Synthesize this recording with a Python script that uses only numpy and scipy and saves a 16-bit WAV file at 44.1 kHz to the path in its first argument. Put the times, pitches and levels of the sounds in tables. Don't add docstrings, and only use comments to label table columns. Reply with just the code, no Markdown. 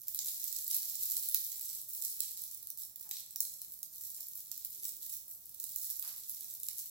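import sys
import numpy as np
from scipy import signal
from scipy.fft import rfft, irfft, next_fast_len
from scipy.io import wavfile

SR = 44100
rng = np.random.default_rng(int(sys.argv[2]) if len(sys.argv) > 2 else 0)


def log_audio(samples):
    frames = np.atleast_2d(samples).T
    limited = np.clip(frames, -1, 1)
    pcm = np.round(limited * 32767).astype(np.int16)
    wavfile.write(sys.argv[1], SR, pcm)


N = 304272

# start t/s, length/s, rattle level/dB, heft/dB
STRAND_SWINGS = [(0.241, 0.039, -38.5, 5), (.403, 0.18, -46.5, 2), (0.688, 0.049, -40, 11.5),
                 (0.988, 0.13, -40.5, 1), (1.594, 0.21, -46, 0.5), (1.871, 0.17, -45, -2.5),
                 (2.2, 0.069, -50.5, 16), (2.353, .032, -46, 1.5), (2.772, 0.018, -41, -2),
                 (2.976, 0.18, -53, -1), (3.11, 0.066, -49.5, 12.5), (3.28, 0.048, -56.5, 1),
                 (3.589, 0.016, -53.5, 2), (3.688, 0.043, -49, -4), (3.91, 0.29, -51, -2.5),
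                 (4.135, 0.011, -46, 0), (4.342, .012, -44, -1), (4.533, 0.066, -52.5, 6),
                 (4.7, 0.082, -52, 0), (4.815, 0.064, -44.5, 0.5), (5.002, 0.14, -46, -0.5),
                 (5.287, 0.015, -44.5, -8), (5.594, 0.14, -51.5, 0.5), (5.793, 0.11, -43, -1.5),
                 (6.042, 0.071, -51, 11.5), (6.272, 0.032, -47, -4.5), (6.48, 0.015, -46.5, -5),
                 (6.761, 0.018, -38.5, 1)]
SWING_ATTACK_S = 0.036


def undb(db):
    return 10 ** (np.asarray(db) / 20)


def curve(rows, t, axis=1):
    rows = np.array(rows)
    return np.interp(t, rows[:, 0], rows[:, axis])


def colour(points, hz):
    f, db = np.transpose(points)
    return undb(np.interp(np.log(hz + 1), np.log(f), db))


def noise(points, size=N):
    n = next_fast_len(size)
    spectrum = rfft(rng.standard_normal(n))
    spectrum *= colour(points, np.fft.rfftfreq(n, 1 / SR))
    x = irfft(spectrum, n)[:size]
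    return x / x.std()


def room_tone(level_db=-76, pan_db=-3, alike_hz=300):
    # f/Hz, relative level/dB
    rumble_colour = [(20, -11), (45, -10), (60, 4), (85, 1.5), (150, 1), (200, -4.5), (350, -9.5),
                     (700, -11), (1500, -17.5), (4000, -22.5), (15000, -21.5)]
    mid, side = noise(rumble_colour), noise(rumble_colour)
    bass_filter = signal.butter(1, alike_hz, fs=SR, output="sos")
    side = side - .5 * signal.sosfilt(bass_filter, side)
    balance_db = np.array([[pan_db], [-pan_db]]) / 2
    return np.array([mid + side, mid - side]) * undb(level_db + balance_db)


def room_response(wet_db=-4.0, t60_s=0.56, gap_s=0.00052, early_db=-10, count=8, size=24000):
    t = np.arange(size) / SR
    decay = np.exp(-np.log(1000) * t / t60_s)
    onset = np.clip(t / gap_s - .5, 0, 1)
    tail = rng.standard_normal(size) * decay * onset
    tail *= undb(wet_db) / np.linalg.norm(tail)
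    bounces_s = rng.uniform(.005, .03, count)
    signs = rng.choice([-1, 1], count)
    tail[(bounces_s * SR).astype(int)] += undb(early_db) * signs / np.sqrt(count)
    return tail


def room(x, size=4096):
    out = np.zeros((2, N + SR))
    for start in range(0, N, size):
        for channel in range(2):
            wet = signal.fftconvolve(x[channel, start:start + size], room_response())
            out[channel, start:start + len(wet)] += wet
    return out[:, :N]


def rubs(edge_s=0.014, skirt_db=-14):
    # start t/s, end t/s, level/dB before the fades, centre f/Hz, hiss relative to the hump/dB
    rub_rows = [(0.153, .605, -81.5, 277, -6), (3.038, 3.112, -72, 810, -13), (4.749, 5.094, -80, 310, -19),
                (6.024, 6.123, -64, 1060, -6.5)]
    t, out = np.arange(SR) / SR, np.zeros((2, N + SR))
    for start, end, db, hz, hiss_db in rub_rows:
        hump = [(hz / 4, -40), (hz / 2.0, skirt_db), (hz, 0),
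                (hz * 1.75, max(hiss_db, skirt_db)), (hz * 3, hiss_db), (hz * 10, hiss_db - 35)]
        fade_in = np.clip(t / edge_s, 0, 1)
        fade_out = np.sqrt(np.clip(1 - t / (end - start), 0, 1))
        rustle = np.array([noise(hump, size=SR), noise(hump, size=SR)])
        out[:, int(start * SR):][:, :SR] += undb(db) * fade_in * fade_out * rustle
    return out[:, :N]


def clasp(pan_db=-4):
    # f/Hz, relative level/dB, time to fall by 60 dB/s
    clasp_modes = [(7350, -11, 0.25), (9060, 0, 0.18), (14300, -5, 0.16), (15400, -3, 0.61)]
    # t/s, level/dB (the left side is then turned down by pan_db)
    tap_rows = [(3.922, -59.5), (4.154, -55), (4.166, -54)]
    out, t = np.zeros(N), np.arange(SR) / SR
    ping = sum(undb(db - 60 * t / t60) * np.sin(2 * np.pi * hz * t) for hz, db, t60 in clasp_modes)
    for start, db in tap_rows:
        out[int(start * SR):][:SR] += undb(db) * ping
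    return out * undb([[pan_db], [0]])


def motion(t, settle_db_per_s=260, light_slide_db=-63, heft_per_db=0.11):
    # t/s, rattle level/dB
    slide_rows = [(0, -57.5), (.17, -47), (.6, -45.5), (1.21, -43), (1.55, -45.5), (1.86, -62), (2.08, -46),
                  (2.54, -50.5), (2.74, -68), (2.99, -74), (3.53, -53), (3.88, -72.5), (4.07, -54.5),
                  (4.87, -56.5), (5.37, -60), (5.82, -49.5), (6.24, -49.5), (6.9, -53.5)]
    start, length, db, swing_heft = np.transpose(STRAND_SWINGS)[:, :, None]
    age = t - start
    rise = np.clip(age / SWING_ATTACK_S, 0, 1)
    settle_db = settle_db_per_s * np.maximum(age - length, 0)
    swing_power = rise * undb(db - settle_db) ** 2
    slide_db = curve(slide_rows, t)
    slide_power = undb(slide_db) ** 2
    slide_heft = heft_per_db * (slide_db - light_slide_db)
    power = slide_power + swing_power.sum(0)
    heft = (slide_power * slide_heft + (swing_power * swing_heft).sum(0)) / power
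    return 10 * np.log10(power), heft


def contacts(times, db, heft_db, pan_db, ring_s=0.0038, ring=0.49, scatter=0.54,
             echo_s=0.000522, echo=0.25, size=512):
    # f/Hz, relative level/dB
    stone_colour = [(300, -59), (1000, -27), (1700, -28.5), (2100, -24), (2800, -21.5), (3600, -12),
                    (4400, -6), (6500, -4), (7900, -2), (8600, -7.5), (10200, -4), (11300, 2.5), (14000, 4),
                    (15700, 5)]
    count, t, hz = len(times), np.arange(size) / SR, np.fft.rfftfreq(size, 1 / SR)
    chance = rng.standard_normal((count, size + 8))
    wave = scatter * chance[:, :size] * np.exp(-t / .0011)
    wave[:, 0] += 1
    for k in range(3):
        pitch_hz = 11000 * np.exp(.28 * chance[:, size + k, None]).clip(.5, 1.9)
        t60_s = ring_s * np.exp(.35 * chance[:, size + 3 + k, None])
        wave += ring * np.cos(2 * np.pi * pitch_hz * t) * np.exp(-np.log(1000) * t / t60_s)
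    low_share = np.interp(hz, [1000, 2200, 4500, 11000], [0, 1.3, .8, 0])
    weight = undb(heft_db[:, None] * low_share)
    spectrum = rfft(wave) * colour(stone_colour, hz) * weight * (hz < 16500)
    spectrum *= hz ** 3 / np.sqrt(hz ** 6 + 1400. ** 6)
    lag_s = 4e-5 + 5e-5 * chance[:, -1, None]
    reflection = 1 + echo * np.exp(-2j * np.pi * hz * echo_s)
    right = spectrum * np.exp(2j * np.pi * hz * lag_s) * reflection
    lead = size // 8
    place = (np.clip(times, 0, N / SR) * SR).astype(int)[:, None] + np.arange(size)
    out = []
    for port, side in ((spectrum, 1), (right, -1)):
        ticks = np.roll(irfft(port), lead, axis=1)
        gain = undb(db + side * pan_db / 2) / np.linalg.norm(ticks, axis=1)
        ticks *= gain[:, None]
        out.append(np.bincount(place.ravel(), ticks.ravel(), N + size)[lead:lead + N])
    return np.array(out)


def rattle(spread_db=3.0, heft_spread_db=2, pan_db=-3, count=2800):
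    chance = rng.random((count, 4))
    times = (np.arange(count) + 2 * chance[:, 0] - 1) * N / SR / count
    size_db = -spread_db * np.log(.05 + .95 * chance[:, 1])
    chance_slips = np.cumsum(rng.uniform(.012, .05, count))
    swing_slips = np.array(STRAND_SWINGS)[:, 0] + SWING_ATTACK_S / 2
    slips = np.sort(np.r_[chance_slips, swing_slips])
    since_s = times - np.r_[0, slips][np.searchsorted(slips, times)]
    size_db -= 260 * np.maximum(since_s, 0)
    size_db -= 10 * np.log10(np.sum(undb(size_db) ** 2) / N)
    level_db, heft = motion(times)
    pan = pan_db + 4 * (2 * chance[:, 3] - 1)
    return contacts(times, level_db + size_db, heft + heft_spread_db * (2 * chance[:, 2] - 1), pan)


def light_clinks(db=-20, follow=0.63, at_rattle_db=-50, spread_db=1.3, heft_db=-5, heft_spread_db=3,
                 pan_db=-4, pan_spread_db=5.0, count=110):
    chance = rng.standard_normal((count, 3))
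    times = (np.arange(count) + 2 * rng.random(count)) % count * N / SR / count
    energy_db = db + follow * (motion(times)[0] - at_rattle_db) + spread_db * chance[:, 0]
    heft = heft_db + heft_spread_db * chance[:, 1]
    pan = pan_db + pan_spread_db * chance[:, 2]
    return np.column_stack([times, energy_db, heft, pan])


def clinks(rebound_db=-5, pass_on_db=-11):
    # t/s, energy of the first blow/dB, heft/dB, left minus right/dB
    hard_clinks = [(.0827, -10, -6, -5), (.1473, -10.5, -2.5, -3.5), (.1902, -8.5, 10.5, -3),
                   (.6793, -10.5, -19, -4), (.713, -8, -13, -4), (.7452, -5, -8, -2), (.7654, -7, -7, -2),
                   (1.0332, -8.5, -22, -1), (1.1676, -7.5, 3, -4), (1.2877, -8.5, -17, -3),
                   (1.3458, -1, 2, -5.5), (2.0497, -10.5, -2, -7.5), (2.2052, -6.5, 2, -6),
                   (2.6712, -17.5, -0.5, -3), (2.7028, -14, -5.5, -4), (2.9593, -19, 1.5, -6),
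                   (3.112, -11.5, 11, -3), (3.3599, -11.5, -5.5, -3.5), (3.4053, -3, -4.5, -3),
                   (3.4522, -19, 7.5, -7), (3.6168, -18, -2, 3), (3.8303, -13.5, -1.5, -4.5),
                   (4.2849, -18.5, -17, 2), (4.516, -14, 4, -7.5), (4.6485, -11.5, 0.5, -1),
                   (4.8527, -11.5, 1, -4), (5.5998, -13, -7.5, -5), (5.7605, -9, -9.5, -5),
                   (5.9956, -13.5, -13, -10), (6.0258, -15.5, 7.5, -3), (6.6328, -12.5, -5, -3),
                   (6.6862, -10.5, 1, -3.5)]
    times, db, heft, pan = np.vstack([hard_clinks, light_clinks()]).T
    chance = rng.random((len(times), 2))
    rebound_s = .0003 + .0006 * chance[:, 0]
    pass_on_s = .001 + .004 * chance[:, 1]
    blows = ((0, 0), (rebound_s, rebound_db), (pass_on_s, pass_on_db))
    return sum(contacts(times + late, db + drop, heft, pan) for late, drop in blows)


def scene(clink_room_db=-1, dull_hz=6500, dull=1.0):
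    soft, hard = rattle() + clasp() + rubs(), clinks()
    wet = room(soft + undb(clink_room_db) * hard)
    dull_filter = signal.butter(1, dull_hz, fs=SR, output="sos")
    wet += dull * signal.sosfilt(dull_filter, wet)
    return soft + hard + wet + room_tone()


def record(dry, top_hz=15900):
    return signal.sosfilt(signal.ellip(12, .2, 70, top_hz, fs=SR, output="sos"), dry)


dry = scene()
out = record(dry)
log_audio(out)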